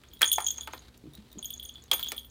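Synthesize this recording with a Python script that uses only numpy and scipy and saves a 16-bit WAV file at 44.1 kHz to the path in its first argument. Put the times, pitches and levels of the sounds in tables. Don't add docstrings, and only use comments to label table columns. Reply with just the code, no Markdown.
import sys
import numpy as np
from scipy import signal
from scipy.fft import rfft, irfft, next_fast_len
from scipy.io import wavfile
from scipy.ndimage import uniform_filter1d

SR = 44100
rng = np.random.default_rng(int(sys.argv[2]) if len(sys.argv) > 2 else 0)


def log_audio(samples):
    frames = np.atleast_2d(samples).T
    limited = np.clip(frames, -1, 1)
    pcm = np.round(limited * 32767).astype(np.int16)
    wavfile.write(sys.argv[1], SR, pcm)


N = 101429
T = np.arange(N) / SR
AGE = T[:SR // 3]
GRAIN = 2048
RISE_S, KNOCK_RISE_S = 0.00053, 0.00086


def amp(db):
    return 10 ** (np.asarray(db) / 20)

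def add(out, s, sound):
    i = max(int(s * SR), 0)
    out[i:i + len(sound)] += sound[:max(N - i, 0)]

def fade(t60):
    t60 = max(t60, 1e-3)
    return np.exp(-np.log(1000) * AGE[:int(t60 * SR)] / t60)

def noise(gain, size):
    n = next_fast_len(size)
    spectrum = rfft(rng.standard_normal(n)) * gain(np.fft.rfftfreq(n, 1 / SR) + 1)
    hiss = irfft(spectrum, n)[:size]
    return hiss / hiss.std()

def coloured(points, size):
    hz, db = np.array(points).T
    return noise(lambda f: amp(np.interp(np.log(f), np.log(hz), db)), size)

def flicker(db, hz):
    return amp(db * noise(lambda f: 1 / (1 + (f / hz) ** 4), N))

def burst(hiss, t60):
    shape = fade(t60)
    puff = np.resize(hiss, len(shape)) * shape
    return puff * np.sqrt(np.sum(shape ** 2) / np.sum(puff ** 2))

def note(hz, t60, rise_s):
    shape = fade(t60)
    age = AGE[:len(shape)]
    return shape * (1 - np.exp(-age / rise_s)) ** 2 * np.sin(2 * np.pi * hz * age)

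def ring(tones, scatter_db=1.5, detune_cycles=1.44):
    out = np.zeros(len(AGE))
    for hz, db, t60 in tones:
        size, pull = rng.standard_normal(2)
        tone = note(hz + detune_cycles * pull / t60, t60, RISE_S)
        out[:len(tone)] += amp(db + scatter_db * size) * tone
    return out


# f/Hz, level/dB
ROOM_NOISE = [(22,-25.5),(60,6),(95,-5.5),(160,-7),(400,-8.5),(600,-16.5),(1600,-23.5),(5000,-28),(16000,-35)]
# f/Hz, level/dB, width/Hz
HUM_TONES = [(66.8,-59,13),(122.2,-67.5,31),(243.2,-67.5,6.1)]

def background():
    hum = sum(amp(db) * noise(lambda f: 1 / (1 + ((f - hz) / width * 2) ** 2), N)
              for hz, db, width in HUM_TONES)
    return hum + amp(-60) * coloured(ROOM_NOISE, N)


# t/s, level/dB
RUSTLE_LEVELS = [(0,-68.5),(0.719,-60.5),(.8,-61.5),(0.873,-60),(0.908,-77),(0.945,-62),(0.99,-78),(1.04,-68),(1.19,-64.5),(1.25,-68.5),(1.85,-69),(2.0,-53),(2.3,-75)]
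# f/Hz, level/dB
RUSTLE_COLOUR = [(500,-2),(2700,-5.5),(3700,1.5),(4600,-3),(5400,-10.5),(17000,-21.5)]

def rustle():
    times, levels = np.array(RUSTLE_LEVELS).T
    swell = amp(np.interp(T, times, levels))
    return coloured(RUSTLE_COLOUR, N) * swell * flicker(db=4.5, hz=107.5)


# f/Hz, level/dB, fade/s
LARGE_TONES = [(3277,-5.5,0.031),(3362,-3,0.029),(3720,-11,0.017),(3426,-22,0.21),(4490,-19,0.016)]
SMALL_TONES = [(6626,6.5,0.017),(6846,-5.5,0.011),(6946,-4.5,0.014),(6150,-26.5,0.1)]

def large_ping():
    return ring(LARGE_TONES)

def small_ping():
    pitch = 1 + 0.0093 * rng.standard_normal()
    return ring([(hz * pitch, db, t60) for hz, db, t60 in SMALL_TONES])


# start t/s, end t/s
HARNESS_MOVES = [(0.02,.8),(1.35,2.3)]

def stirring(touches=22):
    out = np.zeros(N)
    for start, end in HARNESS_MOVES:
        for k in range(touches):
            s = start + (end - start) * (k + rng.random()) / touches
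            gain = amp(-50.5 + 2.5 * rng.standard_normal())
            add(out, s, gain * (small_ping() if k % 2 else large_ping()))
    return out


def crack(lo, hi, t60):
    puff = burst(rng.standard_normal(2 * GRAIN), t60)
    spectrum = rfft(puff, 2 * GRAIN)
    f = np.fft.rfftfreq(2 * GRAIN, 1 / SR) + 1
    power = uniform_filter1d(np.abs(spectrum) ** 2, 25)
    edge_cut = (1 + (lo / f) ** 20) * (1 + (f / hi) ** 10)
    band = irfft(spectrum / np.sqrt(power * edge_cut))[:min(len(puff), GRAIN)]
    rise = 1 - np.exp(-AGE[:len(band)] * hi)
    return band * np.sqrt(np.sum(puff ** 2) / np.sum(band ** 2)) * rise

# t/s, then relative level/dB in five pitch bands, low to high
TRAY_HITS = [(0.036,-71,-61,-49,-46.5,-55.5),(0.21,-38,-53,-26,-30,-37.5),(0.2173,-32,-27,-13.5,-15,-12),(0.2282,-36.5,-23,-18.5,-43,-25.5),(0.243,-65,-59,-36,-21,-47),
             (0.3824,-39.5,-22.5,-24.5,-36,-31.5),(0.402,-44,-28,-37.5,-58,-32.5),(0.583,-51.5,-42,-45,-38,-46.5),(0.6737,-42,-29.5,-33.5,-31,-37),
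             (0.734,-38.5,-30,-36,-32.5,-40),(1.388,-50,-46,-71,-50,-52),(1.9143,-33.5,-23.5,-35,-16,-17.5),(1.9312,-35,-26,-37.5,-16.5,-25.5),
             (1.993,-61,-37,-40.5,-38,-37),(2.1186,-37,-35,-31.5,-26,-24)]
BAND_EDGES = [300,800,1250,2100,3800,17000]
BAND_FADES = [0.077,0.032,0.034,0.015,0.024]
# f/Hz, level/dB, fade/s
TRAY_TONES = [(370,-24.5,0.2),(917,-4.5,0.26),(1030,0.5,0.16),(1124,7.5,0.11),(1418,8.5,0.077),(1780,4,0.12),(1857,-5,0.23)]

def tray_clacks():
    out = np.zeros(N)
    for s, *levels in TRAY_HITS:
        for lo, hi, db, t60 in zip(BAND_EDGES, BAND_EDGES[1:], levels, BAND_FADES):
            add(out, s, amp(db - 3.5) * crack(lo, hi, t60))
        middle_db = (levels[1] + levels[2]) / 2
        add(out, s, amp(middle_db - 22) * ring(TRAY_TONES))
    return out


# f/Hz, level/dB
TICK_COLOUR = [(500,-14.5),(4000,-9),(6000,14.5),(11000,2.5),(15000,13),(17000,-22.5)]

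def tick(t60):
    return burst(coloured(TICK_COLOUR, GRAIN), t60)

def bounces():
    return [(0.00016, 1)] + [(delay, amp(-21)) for delay in rng.exponential(0.022, 5)]

# t/s, then relative level/dB of its body and its three high rings
LARGE_HITS = [(.134,-43,-63.5,-55,-46),(.229,-6.5,-30,-50,-42),(.242,-18.5,-29.5,-37,-31),
              (.275,-37,-28.5,-54,-48),(.316,-12.5,-25,-20,-36),(.327,-24.5,-28.5,-20.5,-45),(0.336,-19,-39,-37.5,-34),(.383,-27,-43,-63,-45),(.403,-31.5,-37.5,-48,-52),
              (.466,-21.5,-44.5,-36.5,-33),(0.483,-25,-54,-45,-48),(.508,-25,-53,-38,-44),(.609,-30,-51.5,-49,-52),(.632,-34,-60,-46,-57),
              (.742,-39.5,-62,-48,-63),(1.427,-30,-43,-57,-55),(1.445,-30,-57,-35.5,-44),(1.504,-29.5,-47,-35,-36),(1.529,-32.5,-63,-45.5,-65),(1.597,-29.5,-56,-54,-48),
              (1.628,-33,-51.5,-42.5,-49),(1.655,-34.5,-51,-51,-44),(1.693,-31,-61,-48.5,-65),(1.756,-34.5,-70,-71,-59),(1.914,-10.5,-40,-46,-50),(1.933,-27.5,-36.5,-24,-29),
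              (1.994,-26,-53.5,-43,-35),(2.028,-19,-53,-36,-31),(2.046,-24.5,-61,-54,-55),(2.06,-28,-54,-62,-61),(2.073,-26,-51,-68,-46),
              (2.081,-28.5,-45,-55,-43),(2.086,-29.5,-57,-44,-33),(2.164,-37,-46.5,-44,-41),(2.179,-24,-55,-42,-69),(2.247,-42,-67,-53,-48)]
# f/Hz, level/dB, fade/s
HIGH_RINGS = [
    [(9160,-1.8,0.3)],
    [(13450,0,0.12)],
    [(14945,-0.43,.09)],
]
# f/Hz, level/dB, fade/s
SHARED_RING = [(9604,1.5,0.22)]
# f/Hz, level/dB, fade/s
ZING_TONES = [(14350,-18.5,.018),(15450,-17,.028)]
HUSH_TIMES = [1.51,1.604,1.663,1.698]

def large_jingle(hush_fade_s=0.023):
    out, rings = np.zeros(N), np.zeros((len(HIGH_RINGS), N))
    for s, body_db, *ring_dbs in LARGE_HITS:
        brightness = amp((body_db + max(ring_dbs)) / 2)
        for delay, gain in bounces():
            sparkle = np.sqrt(gain) * brightness
            add(out, s + delay, sparkle * amp(-8) * tick(t60=0.0033))
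            add(out, s + delay, sparkle * ring(ZING_TONES))
            add(out, s + delay, gain * amp(body_db + 0.5) * large_ping())
        rings *= np.exp(-np.maximum(T - s, 0) / RISE_S)
        next_touch = min([t for t in HUSH_TIMES if t > s], default=np.inf)
        hush = np.exp(-np.log(1000) * np.maximum(s + AGE - next_touch, 0) / hush_fade_s)
        for k, (db, tones) in enumerate(zip(ring_dbs, HIGH_RINGS)):
            add(rings[k], s, amp(db - 0.5) * ring(tones) * (hush if k else 1))
        add(rings[0], s, amp(min(ring_dbs[:2]) - 0.5) * ring(SHARED_RING) * hush)
    return out + rings.sum(axis=0) * flicker(db=1.5, hz=110)


# t/s, level/dB
CLINK_HITS = [(0.192,-48.5),(.756,-56),(1.135,-47),(1.151,-42.5),(1.316,-51),(1.328,-44.5)]
# f/Hz, level/dB
CLINK_TONES = [(3750,3),(9700,-4),(13500,-12),(15050,0.5)]

def clinks(fade_s=0.02):
    out = np.zeros(N)
    for s, db in CLINK_HITS:
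        add(out, s, amp(db) * ring([(hz, level, fade_s) for hz, level in CLINK_TONES]))
        add(out, s, amp(db) / 2 * tick(t60=0.014))
    return out


# t/s, relative level/dB
SMALL_HITS = [(.256,-31.5),(0.261,-30.5),(.277,-29),(.281,-30.5),(0.297,-38),(.330,-27.5),(.338,-28.5),(.359,-31),(.407,-43),(0.422,-39),
              (0.444,-33),(0.458,-38),(0.465,-26),(0.471,-28.5),(0.485,-24.5),(0.505,-27.5),(0.513,-39),(0.581,-33.5),(.609,-38),
              (0.729,-45),(0.792,-54),(1.385,-45),(1.390,-43.5),(1.456,-35.5),(1.538,-40),(1.578,-46),(1.651,-44.5),(1.689,-46.5),(1.823,-55),
              (1.934,-30.5),(2.044,-48),(2.086,-38)]

def small_jingle():
    out = np.zeros(N)
    for s, db in SMALL_HITS:
        for delay, gain in bounces():
            add(out, s + delay, gain * amp(db + 7.5) * small_ping())
            add(out, s + delay, np.sqrt(gain) / 2 * amp(db - 8) * tick(t60=0.0033))
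    return out


# f/Hz, level/dB, fade/s
TUB_TONES = [(810,-8.5,0.014),(736,-40,0.25)]

def tub_knock(at_s=0.3822):
    out = np.zeros(N)
    for hz, db, t60 in TUB_TONES:
        add(out, at_s, amp(db) * note(hz, t60, KNOCK_RISE_S))
    return out


# t/s, level/dB
CLAW_TAPS = [(.976,-50),(1.839,-46.5)]

def claw_ticks():
    out = np.zeros(N)
    for s, db in CLAW_TAPS:
        add(out, s, amp(db) * tick(t60=0.014))
    return out


# t/s, f/Hz, level/dB, fade/s
BUMPS = [(1.039,268,-32,0.026),(1.056,283,-32.5,0.033),(1.072,297,-35,0.052),(1.077,145,-43,0.3),(1.183,212,-41,0.12),
         (1.356,302,-36,0.032),(1.372,226,-31.5,0.045),(1.377,385,-43.5,0.065)]

def soft_knocks():
    out = np.zeros(N)
    for s, hz, db, t60 in BUMPS:
        add(out, s, amp(db) * note(hz, t60, KNOCK_RISE_S))
    return out


# f/Hz, level/dB
ECHO_COLOUR = [(200,9.5),(3500,9),(15000,-1.5)]

def room(sound):
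    echoes = np.zeros(SR // 2)
    for db, t60, delay_s in [(-14.5, 0.11, 0.002), (-18, 0.21, 0.008)]:
        tail = burst(coloured(ECHO_COLOUR, len(AGE)), t60)
        add(echoes, delay_s, amp(db) * tail / np.sqrt(np.sum(tail ** 2)))
    return sound + signal.fftconvolve(sound, echoes)[:N]

def scene():
    harness = stirring() + large_jingle() + clinks() + small_jingle()
    steps = rustle() + tray_clacks() + tub_knock() + claw_ticks() + soft_knocks()
    return (room(harness + steps) + background())[None]

def record(dry):
    return signal.sosfilt(signal.ellip(8, .2, 70, 16000, fs=SR, output="sos"), dry)


dry = scene()
out = record(dry)
log_audio(out)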